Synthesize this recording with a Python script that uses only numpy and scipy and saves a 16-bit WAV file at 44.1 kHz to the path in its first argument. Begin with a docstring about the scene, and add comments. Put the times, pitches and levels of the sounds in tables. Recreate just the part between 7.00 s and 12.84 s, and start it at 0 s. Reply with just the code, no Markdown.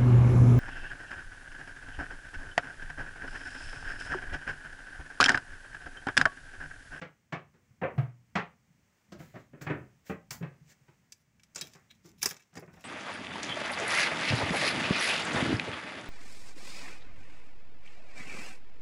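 """From the start, someone walks over loose floor boards in a small wooden cabin: each footfall rattles
the boards and booms in the hollow floor. From 2 s the soles also scuff. From 4.1 s a steel door bolt is
worked by hand: it clicks and scrapes, and its loose handle chirps and rings. From 4.55 s the plank door
knocks as it is pulled; near 5.2 s the bolt shoots back. The plank walls give the steel a short tail.
Throughout, a low rumble swells after the footfalls and door knocks, under faint steady hiss."""
import sys
import numpy as np
from scipy import signal
from scipy.fft import rfft, irfft, next_fast_len
from scipy.io import wavfile
from scipy.ndimage import uniform_filter1d, map_coordinates

SR = 44100
rng = np.random.default_rng(int(sys.argv[2]) if len(sys.argv) > 2 else 0)


def transcribe(signal):
    """Save signal, clipped to [-1, 1], as a 16-bit WAV file at the path in sys.argv[1]."""
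    frames = np.atleast_2d(signal).T
    limited = np.clip(frames, -1, 1)
    pcm = np.round(limited * 32767).astype(np.int16)
    wavfile.write(sys.argv[1], SR, pcm)


N = 257544

# Footfalls: (time [s], rattle [dB], boom [dB], boom pitch [Hz], boom t60 [s], ring [dB],
# ring pitch [Hz], bass [dB], treble [dB], wood t60 before cap [s])
FOOTFALLS = [(0.0169, -40, -40, 179, .3, -41, 522, -5.5, -8.5, .18),
             (0.3252, -33.5, -36.5, 169.4, .36, -37, 689, -4.5, -10.5, .19),
             (0.5404, -64, -54.5, 166, .12, -64, 286, 5.5, -5, .25),
             (0.8173, -35, -35.5, 183, .16, -31, 729, 3.5, -26, .26),
             (0.8336, -32, -34.5, 174, .13, -23, 542, -.5, -30, .21),
             (0.9806, -40.5, -18, 140.2, .36, -35.5, 692, -1.5, -14, .23),
             (1.3558, -26, -27, 196.5, .3, -46, 318, -6, -9, .195),
             (2.1218, -45.5, -42.5, 203, .43, -46.5, 649, 8, 7, .2),
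             (2.1977, -48.5, -41.5, 162, .34, -57, 690, 5.5, -4, .21),
             (2.3409, -54, -43, 130.5, .33, -47, 632, 6, -6, .22),
             (2.3557, -45.5, -42, 191, .22, -47.5, 608, 4.5, -12, .19),
             (2.5335, -52, -48, 149, .45, -50, 285.5, 8, -21, .28),
             (2.612, -47, -39, 157, .37, -47.5, 296, 1.5, -2.5, .28),
             (2.6679, -35.5, -33, 154.5, .38, -37, 363, -2.5, -18, .22),
             (2.7, -32, -31.5, 148, .48, -26.5, 300.4, 4.5, -21.5, .25),
             (3.0978, -34.5, -31, 196, .31, -38, 312.8, 5.5, -19, .2),
             (3.3078, -44, -45, 143, .22, -66, 654, -10, 8, .18),
             (3.4104, -50, -29, 167.6, .13, -40, 382.5, 10.5, -15, .25),
             (3.4272, -44, -29, 160.7, .29, -51, 389, 0, -14, .22),
             (3.8824, -62, -53.5, 149, .24, -57.5, 364, -4, -8, .18)]


def footsteps():
    """Feet strike loose boards over a hollow floor."""
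    return knocks(FOOTFALLS, modes_gain=1.31, rise_s=.003)


# Plank rattle spectrum: (frequency [Hz], density [dB])
PLANK_SPECTRUM = [(120, -4.5), (200, -7), (774, -11.5), (903, -15), (1000, -13), (1790, -12), (2480, -16),
                  (3740, -22), (5840, -25), (8000, -35), (10000, -56), (13000, -85), (22000, -120)]
# Plank decay: (frequency [Hz], multiple of wood t60 [1])
PLANK_DECAY = [(200, 1.27), (1000, 1.27), (3000, 1.15), (8000, .8)]


def knocks(blows, modes_gain, rise_s, mode_count=26, t60_cap_s=.29):
    """Each blow meets other planks: a crack, random modes in dying noise, one plank's ring, a boom."""
    out, t = np.zeros(N), np.arange(SR // 3) / SR
    for at_s, db, boom_db, boom_hz, boom_t60_s, ring_db, ring_hz, bass_db, treble_db, t60_s in blows:
        t60_s = min(t60_s, t60_cap_s)
        tilt = [(450, bass_db), (900, 0), (2500, 0), (5000, treble_db)]
        colour_db = lambda hz: along(PLANK_SPECTRUM, hz) + along(tilt, hz)
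        decay_s = lambda hz: t60_s * along(PLANK_DECAY, hz)
        mode_hz = 250 * 10.5 ** rng.random((mode_count, 1)) ** .7
        phase = rng.uniform(0, 2 * np.pi, (mode_count, 1))
        gains = amp(colour_db(mode_hz) + rng.normal(0, 1.86, (mode_count, 1)))
        modes = (gains * mode(t, mode_hz, decay_s(mode_hz), phase)).sum(axis=0) / np.linalg.norm(gains)
        crack = burst(lambda hz: colour_db(hz) + 3 * np.log2(hz / 1000 + 1), lambda hz: .04, len(t))
        rattle = amp(db) * (burst(colour_db, decay_s, len(t)) + modes_gain * modes + 1.7 * crack)
        # A loose plank does not hold its phase.
        drift_rad = uniform_filter1d(np.cumsum(rng.normal(0, .079, len(t))), size=90)
        ring = amp(ring_db) * mode(t, ring_hz, t60_s, drift_rad)
        attack = (1 - np.exp(-t / rise_s)) ** 2
        hollow = boom(boom_db, boom_hz, boom_t60_s, rise_s + .0015)  # builds more slowly
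        add(out, at_s - rise_s, (rattle + ring) * attack + hollow)
    return out


def boom(db, hz, t60_s, rise_s):
    """The hollow behind the boards: a short upper mode beats against a longer lower one."""
    t = np.arange(SR // 3) / SR
    upper = mode(t, hz, .6 * t60_s)
    lower = .54 * mode(t, .86 * hz, t60_s, phase=1.98)
    return amp(db) * (upper + lower) * (1 - np.exp(-t / rise_s))


# Bolt and other hard contacts: (time [s], level [dB], emphasis [Hz], low [dB], top [dB])
CONTACTS = [(3.3076, -35.5, 2290, -14, -20), (4.1219, -44.5, 5600, -21, -20), (4.397, -63, 2400, -6.5, -28),
            (4.434, -56.5, 5630, -9.5, -20), (4.5487, -48, 6670, -19, -18),
            (4.5588, -33.5, 6730, -20.5, -27.5), (4.5752, -54, 7100, -9, -24),
            (4.6117, -33.5, 4500, -17, -18), (4.735, -56, 5760, -10, -20), (4.91, -68, 2420, -16, -24),
            (5.229, -23.5, 5370, -16, -7.5), (5.2582, -22.5, 5500, -17.5, -16),
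            (5.3098, -39.5, 5530, -5, -14), (5.367, -51.5, 6640, -11, -28), (5.3968, -62, 2390, -8, -22),
            (5.4064, -66, 2380, 1, -14), (5.423, -63.5, 6080, -6, -27.5), (5.5398, -64, 6310, -20, -21),
            (5.5545, -52, 2260, -21, -23), (5.5767, -48, 5240, -20, -26), (5.596, -57.5, 2100, -22, -2),
            (5.7377, -65, 2050, -18, -23), (5.797, -68, 5300, -5, -9), (5.808, -60, 2270, -12, -13)]
# Bolt modes: (frequency [Hz], level [dB], base t60 [s])
BOLT_MODES = [(1680, -8.5, 0.12), (2300, -4, 0.09), (2640, -7, .12), (3255, -17.5, 0.19),
              (3725, -12.5, 0.081), (4380, -26, 0.12), (4870, -4.5, 0.12), (5204, -5.5, 0.097),
              (5510, 1.5, 0.047), (6110, 0, 0.065), (6820, -6.5, 0.089), (7130, -4.5, 0.078),
              (8120, -13.5, .05), (9800, -14, 0.078), (10370, -2.5, .05), (11200, 2, 0.029),
              (12000, -30.5, .07), (13230, -10, .06)]


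def bolt_clicks(rise_s=.00044, t60_scale=.5):
    """Each contact rings the steel modes at new strengths, over a short crack."""
    out, t = np.zeros(N), np.arange(SR // 5) / SR
    for at_s, db, emphasis_hz, low_db, top_db in CONTACTS + finger_contacts():
        tilt = [(400, low_db - 13.5), (1600, low_db + 3), (3900, low_db), (4600, -10.5), (8000, -9),
                (10000, top_db + 1), (13300, top_db - .5), (15000, top_db - 3)]
        colour_db = lambda hz: along(tilt, hz) + 6 / (1 + ((hz - emphasis_hz) / 700) ** 2)
        ring = np.zeros(len(t))
        for hz, mode_db, t60_s in BOLT_MODES:
            gain = amp(mode_db + colour_db(hz) + rng.normal(0, 3))
            ring += gain * mode(t, hz, t60_s * t60_scale, rng.uniform(0, 2 * np.pi))
        crack = burst(colour_db, lambda hz: .043, len(t))
        attack = 1 - np.exp(-t / rise_s)
        add(out, at_s - rise_s, amp(db) * (1.38 * ring + crack) * attack)
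    return out


def finger_contacts(count=8, from_s=4.25):
    """Faint random ticks of the hand on the bolt, as CONTACTS rows."""
    return [(from_s + when * (N / SR - from_s), -83 + 8 * force, 2300, -6, -11)
            for when, force in rng.random((count, 2))]


# Bolt strokes: (time [s], mid level [dB], low re mid [dB], top re mid [dB],
# swell t60 [s], hold [s], fade t60 [s])
BOLT_STROKES = [(4.125, -58, 2, -16, .01, 0.0016, 0.022), (4.215, -80, -8, -2, 0.45, .002, 0.075),
                (4.578, -44.5, -3, -13, 0.057, .002, 0.083), (4.612, -48, 1.5, -17, 0.013, .008, .03),
                (4.63, -60.5, -1.5, -5, .01, 0.051, .05), (4.746, -61.5, -5.5, -12, 0.3, 0.0028, 0.11),
                (4.77, -82, -7, -10, .01, .03, 0.3), (4.91, -62.5, 9, -8, 0.028, 0.0029, 0.043),
                (4.94, -79, -1, -8, .01, 0.029, 0.075), (5.05, -64, -8, -9, 0.059, 0.044, 0.12),
                (5.18, -69.5, -2, -2.5, .02, .035, 0.024), (5.219, -47.5, -0.5, -2, .01, .009, .01),
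                (5.232, -42.5, -3.5, -7, .006, .022, .02), (5.26, -50, -1, -5, .005, .008, 0.03),
                (5.297, -44.5, -7, -3, 0.15, .005, 0.084), (5.329, -61, -4.5, -11, 0.011, .002, 0.38),
                (5.572, -51.5, -4, -12, 0.04, .002, 0.059), (5.604, -66.5, -8, -8, .01, .002, 0.21),
                (5.74, -70, -2, -2, .03, 0.0018, 0.1), (5.83, -67, -3.5, -11, 0.3, .01, .1)]
# Bolt scrape spectrum, with a bright microphone resonance near 15 kHz: (frequency [Hz], density [dB])
SCRAPE_SPECTRUM = [(900, -21), (1800, -18), (2300, -12), (4000, -6.5), (7400, -2.5), (8400, -11.5),
                   (13500, -21.5), (14600, 0), (15700, -23)]


def bolt_scrapes(resonance_db=11):
    """The bolt slides in its guides; grainy friction excites its modes."""
    def resonances(hz):
        return 1 + sum(amp(db + resonance_db - 4.4 * np.log2(mode_hz / 3000))
                       / (1 + ((hz - mode_hz) * t60_s / 5) ** 2) for mode_hz, db, t60_s in BOLT_MODES)

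    grit = friction(SCRAPE_SPECTRUM, grain_db=5, grain_hz=640)
    return rubbing(BOLT_STROKES, filtered(grit, resonances))


# Door knocks: (time [s], rattle [dB], boom [dB], ring [dB], ring pitch [Hz],
# bass [dB], treble [dB], wood t60 before cap [s])
DOOR_BLOWS = [(4.5575, -50.5, -56, -52.5, 490, -4.5, 7, 0.26),
              (4.6153, -55.5, -46.5, -53.5, 357, -1, 11, 0.25),
              (4.7501, -59.5, -52, -57, 373, -11, -22, .23), (5.0479, -66, -53, -50.5, 351, -4, -3, 0.38),
              (5.2286, -40.5, -50.5, -49, 287, -12.5, 4, 0.18),
              (5.2577, -32.5, -51, -39, 561, -3, -16, 0.062), (5.308, -52.5, -47.5, -54.5, 442, -3, -3, .2),
              (5.53, -64.5, -56, -68, 310, -8, -2, 0.18), (5.5542, -47, -49.5, -45, 275, 4.5, -16, 0.07),
              (5.5703, -40.5, -43, -43, 294, 5, -14, .11), (5.6238, -47, -51, -47, 625, 7, -30, .11),
              (5.678, -56, -50.5, -62, 407, 0.5, -35, 0.21), (5.7378, -58, -58, -64, 336, -0.5, -9, .11),
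              (5.768, -60.5, -53, -57.5, 726, -5, -12, 0.32)]


def door_knocks(boom_hz=170, boom_t60_s=.22):
    """The pulled door's planks knock like the boards, with one boom pitch of their own."""
    blows = [(at_s, db, boom_db, boom_hz, boom_t60_s, *rest) for at_s, db, boom_db, *rest in DOOR_BLOWS]
    return knocks(blows, modes_gain=1.44, rise_s=.0028)


# Handle taps: (time [s], level [dB], rise [s])
HANDLE_TAPS = [(4.578, -59, .003), (4.616, -39.5, 0.0018), (4.9, -52.5, 0.0046)]
# Handle modes: (frequency [Hz], level [dB], t60 [s])
HANDLE_MODES = [(2300, -10, 0.064), (2616, -11, 0.096), (3280, -3.5, 0.1), (3810, 5.5, 0.065)]


def handle_taps():
    """The dangling handle taps and rings briefly on four modes."""
    out, t = np.zeros(N), np.arange(SR // 5) / SR
    for at_s, db, rise_s in HANDLE_TAPS:
        ring = sum(amp(mode_db + rng.normal(0, 1.8)) * mode(t, hz * rng.normal(1, .012), t60_s)
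                   for hz, mode_db, t60_s in HANDLE_MODES)
        add(out, at_s, amp(db) * ring * (1 - np.exp(-t / rise_s)) ** 2)
    return out


# Handle chirp: (time [s], pitch [Hz], level [dB])
CHIRP = [(4.575, 6700, -47), (4.585, 7089, -54), (4.591, 7200, -37), (4.605, 7320, -59)]


def handle_squeak(fade_s=.0039):
    """The turning handle gives a short rough whistle of steel on steel."""
    t = np.arange(N) / SR
    at_s, hz, db = np.transpose(CHIRP)
    gate = np.clip(np.minimum(t - at_s[0], at_s[-1] - t) / fade_s, 0, 1)
    level_db = np.interp(t, at_s, db) + 3 * wobble(270)
    pitch_hz = np.interp(t, at_s, hz) + 90 * wobble(820)
    return gate * amp(level_db) * np.sin(2 * np.pi * np.cumsum(pitch_hz) / SR)


# Sole strokes: (time [s], mid level [dB], low re mid [dB], top re mid [dB],
# swell t60 [s], hold [s], fade t60 [s])
SOLE_STROKES = [(2.126, -67, -15, 0, .03, .002, .12), (2.195, -68, 3, 3, .04, .03, .5),
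                (2.4, -77, 8, -3, .55, .002, .3), (2.618, -54, -19, 0, .02, .002, .14),
                (2.706, -72, 4, -25, .08, .002, .13), (3.066, -63, 2, 1, .06, .04, .18),
                (3.31, -49, -10, 3, .01, .02, .2), (3.7, -64, 0, -5, .15, .025, .09)]
# Sole friction spectrum: (frequency [Hz], density [dB])
SOLE_SPECTRUM = [(350, -6.5), (600, -6), (1160, -13), (1890, -1.5), (3400, -11.5), (7310, -6), (10000, -26),
                 (15700, -16)]


def sole_scuffs():
    """Soles drag over the boards with nearly smooth friction."""
    return rubbing(SOLE_STROKES, friction(SOLE_SPECTRUM, grain_db=.5, grain_hz=1400))


# Soft floor loads: (time [s], level [dB], boom pitch [Hz], boom t60 [s])
SOFT_LOADS = [(0.7, -55, 135, 0.22), (1.701, -50.5, 173, 0.076), (3.608, -50.5, 156, 0.48),
              (3.807, -57, 148, 0.23)]


def weight_shifts():
    """Shifting weight stirs only the hollow under the floor."""
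    out = np.zeros(N)
    for at_s, db, hz, t60_s in SOFT_LOADS:
        add(out, at_s, boom(db, hz, t60_s, rise_s=.0041))
    return out


# Cabin reverberation: (frequency [Hz], t60 [s])
CABIN_DECAY = [(500, .4), (3000, 0.14), (12000, 0.11)]


def cabin(x, wet_db):
    """The plank walls answer with a short tail."""
    tail = burst(lambda hz: 0, lambda hz: along(CABIN_DECAY, hz), SR // 2)
    delayed = np.pad(x, (150, 0))  # 3.4 ms
    return x + amp(wet_db) * signal.fftconvolve(delayed, tail / np.linalg.norm(tail))[:N]


# Hiss spectrum: (frequency [Hz], density [dB])
HISS_SPECTRUM = [(200, -20), (300, 0), (500, -4), (1400, -6), (2100, -3), (2700, -8), (4000, -15),
                 (6300, -9), (8300, -14), (9500, -22), (13000, -24), (15200, -16)]
# Rumble spectrum: (frequency [Hz], density [dB])
RUMBLE_SPECTRUM = [(20, -23.5), (60, -7), (100, -1.5), (160, -3), (230, -4.5), (300, -18), (450, -50)]
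# Rumble envelope: (time [s], level [dB])
RUMBLE_LEVELS = [(0.0, -73), (0.68, -70), (0.9, -64.5), (1.01, -50.5), (1.15, -70), (1.74, -69.5),
                 (2.0, -77.5), (2.18, -60.5), (2.47, -65.5), (2.8, -51.5), (2.98, -71.5), (3.15, -78),
                 (3.35, -59.5), (3.58, -62), (3.95, -74.5), (4.5, -70), (4.65, -64), (4.95, -71),
                 (5.22, -64), (5.5, -73.5), (5.73, -62.5), (5.84, -68)]


def hiss_and_rumble(hiss_db=-76):
    """Low rumble, timed to swell after the footfalls and door knocks, under steady hiss."""
    hiss = amp(hiss_db + 1.5 * wobble(3)) * noise(HISS_SPECTRUM)
    rumble_db = np.interp(np.arange(N) / SR, *np.transpose(RUMBLE_LEVELS))
    return hiss + amp(rumble_db + 2.2 * wobble(7.3)) * noise(RUMBLE_SPECTRUM)


def friction(spectrum, grain_db, grain_hz):
    """Coloured noise broken into uneven grains, rms 1."""
    return unit(noise(spectrum) * amp(grain_db * wobble(grain_hz)))


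def rubbing(strokes, grit):
    """Each stroke swells, holds and fades its own three-band mix of friction noise."""
    low = filtered(grit, lambda hz: hz < 4200)
    top = filtered(grit, lambda hz: hz > 9000)
    bands = np.array([unit(low), unit(grit - low - top), unit(top)])
    out, t = np.zeros(N), np.arange(N) / SR
    for at_s, db, low_db, top_db, swell_s, hold_s, fade_s in strokes:
        drop_db = 60 * np.maximum((at_s - t) / swell_s, (t - at_s - hold_s) / fade_s).clip(0)
        out += amp(db - drop_db) * (amp([low_db, 0, top_db]) @ bands)
    return out


def mode(t, hz, t60_s, phase=0):
    """Damped sine."""
    return amp(-60 * t / t60_s) * np.sin(2 * np.pi * hz * t + phase)


def burst(colour_db, t60_s, samples):
    """Dying noise from rms 1; colour and t60 are functions of frequency."""
    hz, t, bins = signal.stft(rng.standard_normal(samples), SR, nperseg=256)
    gain = unit(amp(colour_db(hz[:, None])))
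    decay = amp(-60 * t / t60_s(hz[:, None]))
    return signal.istft(bins * gain * decay, SR, nperseg=256)[1][:samples]


def noise(spectrum):
    """Coloured noise, rms 1."""
    return unit(filtered(rng.standard_normal(N), lambda hz: amp(along(spectrum, hz))))


def wobble(rate_hz):
    """Smooth random curve, rate_hz knots a second."""
    knots = rng.standard_normal(int(N * rate_hz / SR) + 4)
    return map_coordinates(knots, [np.arange(N) * rate_hz / SR])


def filtered(x, response):
    """Zero-phase filter with gain response(hz)."""
    size = next_fast_len(len(x) + 4096)
    return irfft(rfft(x, size) * response(np.fft.rfftfreq(size, 1 / SR)), size)[:len(x)]


def along(points, hz):
    """Interpolates (frequency [Hz], value) points on a log axis."""
    knot_hz, values = np.transpose(points)
    return np.interp(np.log(hz + 1), np.log(knot_hz + 1), values)


def add(track, at_s, sound):
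    part = track[round(at_s * SR):][:len(sound)]
    part += sound[:len(part)]


def amp(db):
    return 10 ** (np.asarray(db) / 20)


def unit(x):
    return x / np.sqrt(np.mean(x ** 2) + 1e-20)


def scene():
    """Feet, door and bolt in mono; only the bolt layer reverberates."""
    feet = footsteps() + weight_shifts() + sole_scuffs()
    bolt = bolt_clicks() + handle_taps() + handle_squeak() + bolt_scrapes()
    return (feet + door_knocks() + cabin(bolt, wet_db=-14))[None]


def record(dry):
    """The microphone sheds deep bass; hiss and rumble join; nothing passes above the band limit."""
    low_cut_hz, limit_hz, taper_hz = 85, 15880, 200
    high_pass = signal.butter(4, low_cut_hz, "high", fs=SR, output="sos")
    heard = signal.sosfilt(high_pass, dry[0]) + hiss_and_rumble()
    band_limit = lambda hz: np.sin(np.pi / 2 * np.clip((limit_hz - hz) / taper_hz, 0, 1)) ** 2
    return filtered(heard, band_limit)[None]


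dry = scene()
out = record(dry)
transcribe(out)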